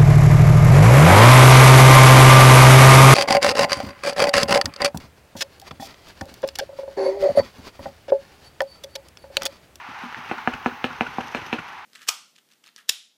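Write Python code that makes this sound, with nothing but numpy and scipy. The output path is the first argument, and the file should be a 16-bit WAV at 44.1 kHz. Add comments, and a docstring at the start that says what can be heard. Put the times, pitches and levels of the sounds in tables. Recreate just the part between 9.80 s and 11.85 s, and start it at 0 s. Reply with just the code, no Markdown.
"""A plastic cutting board is knocked eight times on the rim of an enamel pot to shake off chopped tomatoes.
Each knock is a filtered click that sets off the ringing tones of board and rim, plus scattered noise.
The board grazes the rim in short runs of tiny clicks, some with a squeak; soft bumps thud and hum.
Shaped noise makes the gas burner's hiss and a low rumble; random pops and hiss make the soft sizzle.
A few spits and ticks stand out from the pan sounds, and a small kitchen adds a faint echo to the contacts."""
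import sys
import numpy as np
from scipy import signal
from scipy.fft import rfft, irfft, next_fast_len
from scipy.io import wavfile

SR = 44100
rng = np.random.default_rng(int(sys.argv[2]) if len(sys.argv) > 2 else 0)


def digitize_waveform(pressure):
    """Quantize a signal to 16-bit integers and store it at the path in sys.argv[1].

    Rows of a 2-D input are taken as channels; values are limited to [-1, 1].
    """
    field = np.atleast_2d(pressure).T
    bounded = np.clip(field, -1, 1)
    quanta = np.round(bounded * 32767).astype(np.int16)
    wavfile.write(sys.argv[1], SR, quanta)


N = 90404
TIME = np.arange(N) / SR   # seconds

# the burner's hiss, relative tone curve: f/Hz, level/dB
BURNER_TONE = [(40, -45), (110, -43), (200, -31), (320, -41), (420, -26.5), (480, -33), (570, -22),
               (680, -8.5), (830, 2.5), (1080, 0), (1400, -1), (1800, -4), (2600, -8), (3400, -16),
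               (5000, -23.5), (8000, -37.5), (16000, -44.5)]
# the hiss as heard from the moving microphone, before flutter: t/s, level/dB
BURNER_LEVEL = [(0, -38), (.4, -37), (1.0, -39), (1.65, -38.5), (1.9, -39.5), (2.05, -40.5)]
# low rumble as things move, relative tone curve: f/Hz, level/dB
RUMBLE_TONE = [(25, -28), (55, 1), (110, 5.5), (200, -7), (330, -1), (430, -1.5), (520, -42), (3000, -65)]
# loudness of the rumble: t/s, level/dB
RUMBLE_LEVEL = [(0, -62), (.35, -81), (.6, -55.5), (.95, -55), (1.45, -55.5), (1.66, -60), (1.8, -61.5),
                (1.9, -63), (2.05, -63)]
# frying food, relative tone curve: f/Hz, level/dB
SIZZLE_TONE = [(500, 10), (1200, -4.5), (2800, 8), (4300, -3.5), (6200, -0.5), (7500, -23), (9800, -16),
               (10500, -18.5), (11800, -12.5), (15800, -26)]
# loudness of the frying: t/s, level/dB
SIZZLE_LEVEL = [(0, -55), (.2, -50.5), (.45, -50.5), (.75, -51.5), (1.0, -52.5), (1.3, -48), (1.65, -45.5),
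                (1.9, -51), (2.05, -60)]
# bright ticks of spitting fat: t/s, level/dB
FAT_TICKS = [(.583, -17), (.750, -23), (.848, -18), (1.483, -12), (1.519, -19)]
# thin hiss of steam at the very top: t/s, level/dB
STEAM_LEVEL = [(0, -85), (.3, -76), (.6, -63), (.75, -65), (.93, -62), (1.1, -67), (1.3, -85), (2.05, -85)]
# soft bumps of the board and falling food: t/s, relative thud level/dB, relative board hum level/dB
BUMPS = [(0.084, -13.5, -32), (0.167, -37, -37), (0.236, -12.5, -7.5), (0.257, -21, -11.5),
         (0.367, -15, -28), (.385, -22, -15.5), (0.573, -26, -15), (0.739, -11, -12), (0.922, -20, -11.5),
         (1.105, -15, -10.5), (1.268, -12.5, -16), (1.447, -21, -14), (1.578, -11, -34), (1.794, -14, -21)]
# sharp spits from the pot: t/s, level/dB, pitch f/Hz
SPITS = [(0.3265, 8.5, 1350), (.3460, 10.5, 1760)]
# the board grazes the rim: t/s, length/s, level/dB, relative squeak level/dB
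GRAZES = [(0.494, 0.013, -32.5, -20), (.581, .012, -44, 11.5), (.735, 0.01, -29.5, 3.5),
          (0.916, 0.015, -46, 12.5), (1.107, 0.0081, -41.5, 9), (1.2655, 0.0086, -35, 8.5),
          (1.405, 0.0087, -31.5, -31), (1.568, 0.025, -32.5, -46), (1.615, 0.014, -33.5, -0.5),
          (1.785, 0.017, -32.5, 6.5)]
# scraping slips, relative tone curve: f/Hz, level/dB
GRAZE_TONE = [(200, 3), (700, -2.5), (1400, 4.5), (2100, 1.5), (2750, 4), (3500, -13), (7000, -24.5),
              (15000, -42)]
# knocks: t/s, strength level/dB, contact brightness f/Hz, lowest board tone f/Hz, then relative levels:
# thump level/dB, clack level/dB, tock level/dB, rim ring level/dB, scatter level/dB, chatter level/dB
KNOCKS = [(0.5119, -9, 2150, 246.3, 7.5, 3.5, -8, 5, 4, -3),
          (0.6736, 0, 2070, 245.7, 2.5, 2, 8.5, -4, -8.5, -1.5),
          (0.8594, -4, 2250, 246, 7.5, 4.5, 3.5, 2.5, -3.5, -3.5),
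          (1.0415, -5, 3370, 251.6, 7.5, 0, 5, 7.5, -4.5, -10),
          (1.2079, -1, 2700, 242, 3, 3, -2.5, -1, -5.5, -9.5),
          (1.3826, -5, 1140, 244, 3.5, 4.5, -12, -5, 0, -7),
          (1.5470, -10, 2550, 243.2, 6.5, 4.5, 4, 12, 0.5, 0),
          (1.7275, -5.5, 3230, 240, 5.5, 1, 0.5, 8, 1.5, -21)]
# the board's ringing tones before each knock adjusts them: f/Hz, peak level/dB, time to fall 60 dB t60/s
BOARD_MODES = [(244.2, 29, 0.087), (320.5, 19, 0.065), (372, 14.5, 0.082), (458.8, 20, 0.1),
               (505.3, 16.5, 0.12), (592, 14.5, 0.13), (751, 23, 0.026), (942, 17.5, 0.019),
               (1225, 15, 0.014), (1388, 10, .022), (1650, 14, 0.022), (2054, 15, 0.034),
               (2397, 19.5, 0.011), (2617, 14.5, .012), (2894, 15.5, 0.038)]
# the rim's ringing tones before each knock's level: f/Hz, peak level/dB, time to fall 60 dB t60/s
RIM_MODES = [(3990, -15, 0.058), (4210, 3, 0.22), (5300, 3.5, 0.19), (6040, -3.5, 0.16), (7840, -27, 0.099),
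             (7900, -25, .08), (8400, -11.5, 0.12), (12620, -16, .1)]
# the pot's crowded upper tones, relative tone curve: f/Hz, level/dB
RATTLE_TONE = [(1500, -26), (2600, 0), (4200, 2), (5000, -13.5), (6300, -8.5), (7400, -22), (8500, -17),
               (10500, -27), (12500, -25), (16000, -31)]

# Settings; T60 is the time to fall by 60 dB
BURNER_FLUTTER_DB = 0.96
POPS_PER_S, POP_SPREAD_DB, SIZZLE_HISS_DB, SIZZLE_CLUMP_DB = 1800, 3.5, -3.5, 2.5
TICK_HZ, TICK_T60_S, TICK_TOP_HZ = 5400, 0.0014, 7000
STEAM_LOW_HZ = 13200
BUMP_NOISE_DB, BUMP_T60_S, BUMP_LOW_HZ, BUMP_HIGH_HZ = 20, 0.2, 104, 200
BUMP_RING_DB, BUMP_RING_HZ, BUMP_RING_T60_S = 27.5, 242.5, 0.13
GRAZE_RELEASE_S, SLIPS_PER_S = 0.0057, 2500
SQUEAK_HZ, SQUEAK_WAVER_HZ, SQUEAK_DB = 1440, 45, 1.5
SQUEAK_AFTER_S, SQUEAK_WIDTH_S = 0.0028, 0.0042
CHATTER_GAP_S, CHATTER_LOSS_DB = 0.001444, 6   # the edge touches twice more as it settles
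CLICK_DB, CLICK_LOW_HZ = 7, 151
KNOCK_TOP_HZ = 3330   # upper limit of the knock's board sound
THUMP_BELOW_HZ, CLACK_BELOW_HZ, TOCK_BELOW_HZ = 650, 1100, 1900
BENDING_DELAY_S = 0.00139   # travel time of a 1 kHz bending wave through the board
RATTLE_DB, RATTLE_T60_S = -4, 0.15
SCATTER_DB, SCATTER_T60_S, SCATTER_LOW_HZ = -3, 0.11, 320   # reflections from pot, hob and wall
ROOM_DB, ROOM_T60_S, ROOM_LOW_HZ = -14, 0.35, 650
MIC_LOW_HZ, CUTOFF_HZ = 45.3, 15950


def from_db(db):
    """Turn decibels into a multiplying factor."""
    return 10 ** (np.asarray(db) / 20)


def rms_one(x):
    """Scale a sound to an average strength (rms) of 1."""
    return x / np.sqrt(np.mean(x ** 2) + 1e-20)


def cut(x, hz, kind, order=2):
    """Keep what lies below ("low") or above ("high") a frequency, with a smooth Butterworth filter."""
    sos = signal.butter(order, min(hz, .45 * SR), kind, fs=SR, output="sos")
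    return signal.sosfilt(sos, x + 1e-18)


def colour(x, points):
    """Shape a sound's tone by a curve of frequency and decibels."""
    hz, db = np.transpose(points)
    size = next_fast_len(2 * len(x))
    f = np.fft.rfftfreq(size, 1 / SR) + 1   # the 1 avoids log(0)
    gain = from_db(np.interp(np.log(f), np.log(hz), db))
    return irfft(rfft(x, size) * gain, size)[:len(x)]


def resonate(x, hz, t60):
    """Ring at one pitch like a struck object, with a gain of 1 at the peak."""
    r = np.exp(-np.log(1000) / (t60 * SR))
    feed = np.array([1, 0, -1]) * (1 - r * r) / 2
    feedback = [1, -2 * r * np.cos(2 * np.pi * hz / SR), r * r]
    return signal.lfilter(feed, feedback, x + 1e-18)


def impulse():
    """Make a single click followed by silence."""
    return signal.unit_impulse(2 ** 14)


def dying_noise(t60):
    """Make noise that fades exponentially, with a total energy of 1."""
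    t = TIME[:len(impulse())]
    tail = rng.standard_normal(len(t)) * np.exp(-np.log(1000) * t / t60)
    return tail / np.linalg.norm(tail)


def grains(per_s, spread_db):
    """Scatter clicks of uneven size at random times, with an rms of 1."""
    sizes = from_db(spread_db * np.minimum(rng.exponential(1, N), 5))
    signed = sizes * rng.choice([-1, 1], N)
    return rms_one(signed * (rng.random(N) < per_s / SR))


def wander(hz):
    """Drift randomly, no faster than about hz, with an rms of 1."""
    return rms_one(cut(rng.standard_normal(N), hz, "low"))


def level(curve):
    """Turn a curve of seconds and decibels into a smooth volume change."""
    return from_db(np.interp(TIME, *np.transpose(curve)))


def add(out, s, sound):
    """Mix a sound in, starting at s seconds."""
    start = int(s * SR)
    out[start:start + len(sound)] += sound[:N - start]


def burner():
    """Rushing gas is shaped noise that flutters slightly, over the low rumble of moving things."""
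    hiss = rms_one(colour(rng.standard_normal(N), BURNER_TONE))
    flutter = from_db(BURNER_FLUTTER_DB * wander(17))
    rumble = rms_one(colour(rng.standard_normal(N), RUMBLE_TONE))
    return level(BURNER_LEVEL) * flutter * hiss + level(RUMBLE_LEVEL) * rumble


def sizzle():
    """Frying food gives clumps of tiny pops on a fine hiss; fat ticks brightly and steam hisses on top."""
    clumps = from_db(SIZZLE_CLUMP_DB * wander(27))
    pops = grains(POPS_PER_S, POP_SPREAD_DB) * clumps
    fine_hiss = from_db(SIZZLE_HISS_DB) * rng.standard_normal(N)
    out = level(SIZZLE_LEVEL) * rms_one(colour(pops + fine_hiss, SIZZLE_TONE))
    for s, db in FAT_TICKS:
        tick = cut(resonate(impulse(), TICK_HZ, TICK_T60_S), TICK_TOP_HZ, "low", order=4)
        add(out, s, from_db(db) * tick)
    steam = rms_one(cut(rng.standard_normal(N), STEAM_LOW_HZ, "high", order=4))
    return out + level(STEAM_LEVEL) * steam


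def bumps():
    """Soft contacts make a dull noisy thud and leave the board's lowest tone humming."""
    out = np.zeros(N)
    hum = from_db(BUMP_RING_DB) * resonate(impulse(), BUMP_RING_HZ, BUMP_RING_T60_S)
    for s, thud_db, hum_db in BUMPS:
        thud = cut(dying_noise(BUMP_T60_S), BUMP_HIGH_HZ, "low")
        thud = cut(thud, BUMP_LOW_HZ, "high", order=3)
        add(out, s, from_db(BUMP_NOISE_DB + thud_db) * thud + from_db(hum_db) * hum)
    return out


def spits():
    """Single bursting bubbles ring for only a few cycles."""
    out = np.zeros(N)
    for s, db, hz in SPITS:
        bubble = cut(resonate(impulse(), hz, t60=0.0046), 2130, "low")
        add(out, s, from_db(db) * bubble)
    return out


def grazes():
    """The board sticks and slips along the rim in tiny clicks; some runs lock into a short squeak."""
    out = np.zeros(N)
    slips = rms_one(colour(grains(SLIPS_PER_S, spread_db=-2), GRAZE_TONE))
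    squeak_hz = SQUEAK_HZ + SQUEAK_WAVER_HZ * wander(210)
    squeak = np.sin(2 * np.pi * np.cumsum(squeak_hz) / SR)
    for s, length, db, squeak_db in GRAZES:
        rise = np.clip(2 * (TIME - s) / length + .5, 0, 1)
        fade = np.exp(-np.maximum(TIME - s - length / 2, 0) / GRAZE_RELEASE_S)
        stick = np.exp(-((TIME - s - SQUEAK_AFTER_S) / SQUEAK_WIDTH_S) ** 2)   # bell-shaped swell
        squeak_gain = from_db(SQUEAK_DB + squeak_db)
        out += from_db(db) * (rise * fade * slips + squeak_gain * stick * squeak)
    return out


def contact(contact_hz, chatter_db):
    """The force of one knock is a first touch and two more, softened by the plastic."""
    force = impulse()
    for k in range(2):
        delay_s = (k + 1) * CHATTER_GAP_S * rng.uniform(.9, 1.1)
        force[int(delay_s * SR)] += from_db(chatter_db - k * CHATTER_LOSS_DB)
    return cut(force, contact_hz, "low", order=4)


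def bend(x):
    """Bending waves in the board carry the treble faster than the bass."""
    f = np.fft.rfftfreq(len(x), 1 / SR)
    delay_phase = np.exp(-4j * np.pi * BENDING_DELAY_S * np.sqrt(1000 * f))
    return irfft(rfft(x) * delay_phase)


def knocks():
    """Each contact clicks, rings board and rim, and scatters nearby; the grip retunes the board a little."""
    out = np.zeros(N)
    for (s, db, contact_hz, thump_hz, thump_db, clack_db, tock_db,
         rim_db, scatter_db, chatter_db) in KNOCKS:
        click = cut(contact(contact_hz, chatter_db), CLICK_LOW_HZ, "high")
        board = from_db(CLICK_DB) * click
        force = cut(impulse(), contact_hz, "low", order=4)   # the first touch alone rings the board
        retune = thump_hz / BOARD_MODES[0][0]
        for hz, mode_db, t60 in BOARD_MODES:
            if hz < THUMP_BELOW_HZ:
                place_db = thump_db
            elif hz < CLACK_BELOW_HZ:
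                place_db = clack_db
            elif hz < TOCK_BELOW_HZ:
                place_db = tock_db
            else:
                place_db = 0
            board += from_db(mode_db + place_db) * resonate(force, hz * retune, t60)
        board = bend(cut(board, KNOCK_TOP_HZ, "low", order=6))

        rim = sum(from_db(mode_db) * resonate(impulse(), hz, t60) for hz, mode_db, t60 in RIM_MODES)
        rim += from_db(RATTLE_DB) * colour(dying_noise(RATTLE_T60_S), RATTLE_TONE)

        scatter = signal.fftconvolve(board, dying_noise(SCATTER_T60_S))[:len(board)]
        scatter = cut(scatter, SCATTER_LOW_HZ, "high")
        knock = board + from_db(rim_db) * rim + from_db(SCATTER_DB + scatter_db) * scatter
        add(out, s, from_db(db) * knock)
    return out


def kitchen_echo(hits):
    """The small room smears the contact sounds into a short fading tail without bass."""
    tail = signal.fftconvolve(cut(hits, ROOM_LOW_HZ, "high"), dying_noise(ROOM_T60_S))[:N]
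    return from_db(ROOM_DB) * tail


def scene():
    """Board and pot sound in the kitchen, over the sound of cooking."""
    cooking = burner() + sizzle()
    hits = bumps() + spits() + grazes() + knocks()
    return (hits + kitchen_echo(hits) + cooking)[None]   # one channel


def record(dry):
    """The microphone loses the deep bass; the top is cut steeply."""
    without_bass = cut(dry, MIC_LOW_HZ, "high", order=3)
    top_cut = signal.firwin(511, CUTOFF_HZ, fs=SR)[None]
    return signal.fftconvolve(without_bass, top_cut, "same")


dry = scene()
out = record(dry)
digitize_waveform(out)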